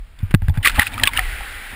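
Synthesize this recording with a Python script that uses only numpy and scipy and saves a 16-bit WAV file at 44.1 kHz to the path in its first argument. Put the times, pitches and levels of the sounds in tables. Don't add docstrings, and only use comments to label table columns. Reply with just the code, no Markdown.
import sys
import numpy as np
from scipy import signal
from scipy.fft import rfft, irfft, next_fast_len
from scipy.io import wavfile

SR = 44100
rng = np.random.default_rng(int(sys.argv[2]) if len(sys.argv) > 2 else 0)


def wav_out(sig):
    wavfile.write(sys.argv[1], SR, np.round(np.clip(np.atleast_2d(sig).T, -1, 1) * 32767).astype(np.int16))


N = 77175
T = np.arange(N) / SR

# (frequency [Hz], level [dB])
GRIT_SPECTRUM = [(150, 2.5), (450, -18), (900, -12), (2500, -6.5), (3200, -15.5), (4500, -22.5),
                 (6000, -23.5)]
# (frequency [Hz], level [dB])
SPRAY_SPECTRUM = [(100, -4.5), (300, -19), (600, -11), (1100, -17.5), (2000, 6), (3300, 2.5), (4500, -8.5),
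                  (6000, -6)]
GRIT_RISE_S, CRACK_T60_S = 0.00068, 0.011


def amp(db):
    return 10 ** (np.asarray(db) / 20)


def unit(x):
    return x / np.sqrt(np.mean(x ** 2) + 1e-20)


def filtered(x, response):
    size = next_fast_len(N + 8192)
    return irfft(rfft(x, size) * response(np.fft.rfftfreq(size, 1 / SR)), size)[:N]


def noise(spectrum):
    points_hz, db = np.transpose(spectrum)
    white = rng.standard_normal(N)
    return unit(filtered(white, lambda hz: amp(np.interp(np.log(hz + 1), np.log(points_hz + 1), db))))


def envelope(start, rise, hold, t60):
    t = np.maximum(T - start, 0)
    return (1 - np.exp(-t / rise)) * amp(-60 * np.maximum(t - hold, 0) / t60)


def clumps(depth_db, per_s=500):
    knots = rng.standard_normal(4096)
    return unit(amp(depth_db * np.interp(T * per_s, np.arange(len(knots)), knots)))


def rumble():
    # (time [s], level [dB])
    buffet_curve = [(0, -28), (.15, -41), (.25, -23), (.47, -22), (.66, -27.5), (.79, -20.5), (.89, -40),
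                    (1.1, -27), (1.33, -21.5), (1.45, -28.5), (1.58, -30.5), (1.65, -39), (1.75, -43)]
    # (frequency [Hz], level [dB])
    buffet_spectrum = [(10, -1), (24, 4.5), (34, 6.5), (48, 1), (90, -15), (200, -47), (500, -65)]
    # (peak time [s], width [s], level [dB])
    surges = [(.745, 0.15, -35), (0.79, 0.0079, -15), (.96, 0.028, -34), (1.036, 0.017, -21),
              (1.15, 0.051, -34), (1.74, 0.019, -34.5)]
    # (frequency [Hz], level [dB])
    surge_spectrum = [(20, -6.5), (60, -3), (100, 5), (160, -17.5), (255, -6.5), (400, -26), (900, -12),
                      (2000, -51)]
    buffet = amp(np.interp(T, *np.transpose(buffet_curve))) * noise(buffet_spectrum)
    swell = sum(amp(db) * np.exp(-.5 * ((T - peak) / width) ** 2) for peak, width, db in surges)
    return buffet + swell * noise(surge_spectrum)


def river():
    # (frequency [Hz], level [dB])
    spectrum = [(60, -6), (120, -6), (250, -20), (500, -22), (900, -21), (2300, -19), (4000, -28),
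                (5800, -33)]
    return amp(-52) * noise(spectrum)


def wall_ring(hz, width_octaves=0.57):
    # (frequency [Hz], level [dB], t60 [s])
    modes = [(860, 3, 0.032), (1623, -1, 0.018), (1697, 0.5, 0.014), (1960, -0.5, 0.017), (2450, -4, 0.015),
             (3490, 3, 0.016), (4600, -3.5, 0.012)]
    mode_hz, db, t60 = np.transpose(modes)[:, :, None]
    weight = amp(db) * np.exp(-.5 * (np.log2(mode_hz / hz) / width_octaves) ** 2)
    t = T[:SR // 10]
    rings = weight * amp(-60 * t / t60) * np.sin(2 * np.pi * mode_hz * t)
    return rings.sum(axis=0) / weight.sum()


def dirt():
    # (start [s], length [s], level [dB])
    scrapes = [(0.186, .02, -44.5), (.204, 0.16, -46), (0.308, 0.0093, -29), (0.415, 0.093, -47),
               (0.539, 0.048, -37.5)]
    pressure = sum(amp(db) * envelope(start, GRIT_RISE_S, length, t60=0.014)
                   for start, length, db in scrapes)
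    grit = unit(noise(GRIT_SPECTRUM) * clumps(depth_db=1.5))
    hollow = unit(signal.fftconvolve(grit, wall_ring(hz=2530))[:N])
    return pressure * unit(grit + amp(-10.5) * hollow)


def stones():
    # (time [s], level [dB], pitch excited most [Hz])
    clicks = [(.19, -31, 4370), (.3415, -5.5, 1440), (.347, 4.5, 1820), (.421, -21.5, 1250),
              (.4838, -13, 1770), (.496, -23.5, 4020), (.4975, -23.5, 905), (.5735, -18, 1310),
              (.5755, -23, 3500)]
    crunch_slope = 1.38
    out, grit = np.zeros(N), amp(-4) * noise(GRIT_SPECTRUM)
    for start, db, hz in clicks:
        ring = wall_ring(hz)
        out[round(start * SR):][:len(ring)] += amp(db) * ring
        out += amp(crunch_slope * db) * envelope(start, GRIT_RISE_S, 0, CRACK_T60_S) * grit
    return out


def hull():
    # (time [s], level [dB], contact length [s])
    knocks = [(.229, -1.5, 0.0065), (0.3407, 9, 0.0041), (0.3469, 11.5, 0.0038), (0.42, -7, .0065),
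              (0.431, -12, 0.0065), (0.482, 3.5, 0.0074), (0.496, 4, 0.0081), (0.5738, -3, .0055),
              (0.5788, 3, 0.0084), (0.784, 1.5, 0.011)]
    # (frequency [Hz], level [dB], t60 [s])
    modes = [(94.8, -4, 0.094), (129, -13, 0.019), (176, -25.5, 0.031), (209, -9.5, 0.028)]
    force = np.zeros(N)
    for start, db, contact in knocks:
        push = np.sin(np.pi * np.clip((T - start) / contact, 0, 1)) ** 2
        force += amp(db) * push / push.sum()
    ring = sum(amp(db - 60 * T / t60) * np.cos(2 * np.pi * hz * T) for hz, db, t60 in modes)
    return -signal.fftconvolve(force, ring)[:N]


def bubbles(hz, per_s, start, length):
    log_pitch_spread, size_spread_db, t60_cycles, chirp = 0.405, 3, 25, 0.037
    count = int(per_s * length) + 1
    draws = np.random.default_rng(rng.integers(2 ** 31)).uniform(1e-4, 1 - 1e-4, (count, 4))
    radius, angle, size, onset = draws.T[:, :, None]
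    gaussian = np.sqrt(-2 * np.log(radius)) * np.cos(2 * np.pi * angle)
    pitch = hz * np.exp(log_pitch_spread * gaussian)
    samples = np.arange(SR // 50)
    cycles = pitch * samples / SR
    age = cycles / t60_cycles
    level = amp(-size_spread_db * np.log(size) - 60 * age) * (1 - np.exp(-2 * cycles))
    rings = level * np.sin(2 * np.pi * cycles * (1 + chirp * age))
    positions = ((start + length * onset) * SR).astype(int) + samples
    cloud = np.bincount(positions.ravel(), rings.ravel(), N)
    return cloud[:N] / np.sqrt(np.sum(cloud ** 2) / (length * SR))


def foam():
    # (time [s], level [dB])
    fizz_curve = [(.6, -52), (.8, -43), (1.12, -34), (1.22, -31), (1.5, -34), (1.75, -35.5)]
    # (frequency [Hz], level [dB])
    spectrum = [(88, -49), (150, -17), (248, -12.5), (651, -13), (819, -6.5), (954, -16.5), (1380, -2.5),
                (1990, 1), (5210, -19.5), (5800, -15.5), (7540, -87)]
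    level = amp(np.interp(T, *np.transpose(fizz_curve), left=-np.inf))
    return level * (noise(spectrum) + amp(-11) * bubbles(hz=2200, per_s=900, start=0, length=N / SR))


def gushes():
    # (start [s], length [s], level [dB], bubble pitch [Hz])
    sheets = [(0.628, .016, -25, 2940), (0.65, 0.033, -9, 2524), (0.694, 0.011, -16, 2060),
              (0.716, 0.04, -32.5, 2090), (0.753, 0.043, -24, 1906), (0.791, 0.041, -10.5, 1960),
              (0.844, 0.035, -24.5, 2500), (0.918, .04, -34.5, 2670), (0.977, 0.095, -30.5, 1720),
              (1.056, .032, -19.5, 2250), (1.131, 0.073, -27, 1890)]
    rise_s, t60_s, bubble_low_cut_hz = 0.0005, 0.04, 1040
    spray = amp(-2.5) * noise(SPRAY_SPECTRUM) * clumps(depth_db=5)
    flow, ringing = np.zeros(N), np.zeros(N)
    for start, length, db, hz in sheets:
        gush = amp(db) * envelope(start, rise_s, length, t60_s) / np.sqrt(2)
        flow += gush
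        ringing += gush * bubbles(hz, per_s=4500, start=start, length=length + t60_s)
    ringing = filtered(ringing, lambda hz: 1 / np.sqrt(1 + (bubble_low_cut_hz / (hz + 1)) ** 10))
    return flow * spray + ringing


def slaps():
    # (time [s], level [dB], starting pitch [Hz], t60 [s])
    pockets = [(.6475, -3, 2024, 0.023), (.6575, 3, 2540, 0.0052), (0.659, -11, 1175, 0.061),
               (0.6732, 9.5, 2006, 0.011), (.787, -15, 845, 0.16), (.7952, 8.5, 1948, 0.024),
               (.818, 5, 1824, .022), (0.868, -5.5, 2593, 0.018), (0.935, -23, 3730, 0.022),
               (0.941, -17.5, 2410, .025), (.955, -29, 3160, .02), (.979, -14.5, 1283, 0.03),
               (.9975, -13, 1980, 0.023), (1.035, 5.5, 4140, 0.011), (1.036, 8, 3190, 0.014),
               (1.04, -2, 1720, 0.029), (1.054, -2.5, 3400, 0.015), (1.0733, 7.5, 2570, 0.013),
               (1.076, 0.5, 3650, 0.024), (1.074, -9, 1141, 0.058), (1.089, -16.5, 960, 0.046),
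               (1.0906, -10, 3600, 0.0053), (1.1345, -13.5, 2200, 0.028), (1.167, -11.5, 1800, 0.027),
               (1.1737, 1.5, 2960, 0.013), (1.184, -14, 1317, 0.052), (1.187, -18.5, 771, 0.088),
               (1.192, -0.5, 1923, 0.012), (1.408, -21, 836, 0.024)]
    rise_s, sag = 0.00082, 0.077
    out, spray = np.zeros(N), noise(SPRAY_SPECTRUM)
    for start, db, hz, t60 in pockets:
        t = np.maximum(T - start, 0)
        ring = envelope(start, rise_s, 0, t60) * np.sin(2 * np.pi * hz * t * (1 - sag * t / t60))
        crack = amp(-3.5) * envelope(start, rise_s, 0, CRACK_T60_S) * spray
        out += amp(db) * (ring + crack)
    return out


def limiter(x, threshold=0.92, attack_s=0.0034, release_db_per_s=113):
    over_db = 20 * np.log10(np.maximum(np.abs(x) / threshold, 1))
    recovery_db = release_db_per_s * T
    cut_db = np.maximum.accumulate(over_db + recovery_db) - recovery_db
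    pole = np.exp(-1 / (attack_s * SR))
    return x * amp(-signal.lfilter([1 - pole], [1, -pole], cut_db))


def scene():
    return (hull() + dirt() + stones() + gushes() + slaps() + foam() + rumble() + river())[None]


def record(dry):
    low_cut_hz, high_cut_hz = 25.3, 5510
    hold_rate_hz, repeats, top_hz = 12000, 4, 15600

    def mic_band(hz):
        return 1j * hz / (low_cut_hz + 1j * hz) / np.sqrt(1 + (hz / high_cut_hz) ** 20)

    limited = limiter(filtered(dry[0], mic_band))
    clipped = limited / (1 + np.abs(limited) ** 6) ** (1 / 6)
    held = np.repeat(signal.resample_poly(clipped, hold_rate_hz, SR), repeats)
    glassy = signal.resample_poly(held, SR, repeats * hold_rate_hz)[:N]
    return filtered(glassy, lambda hz: hz < top_hz)[None]


dry = scene()
out = record(dry)
wav_out(out)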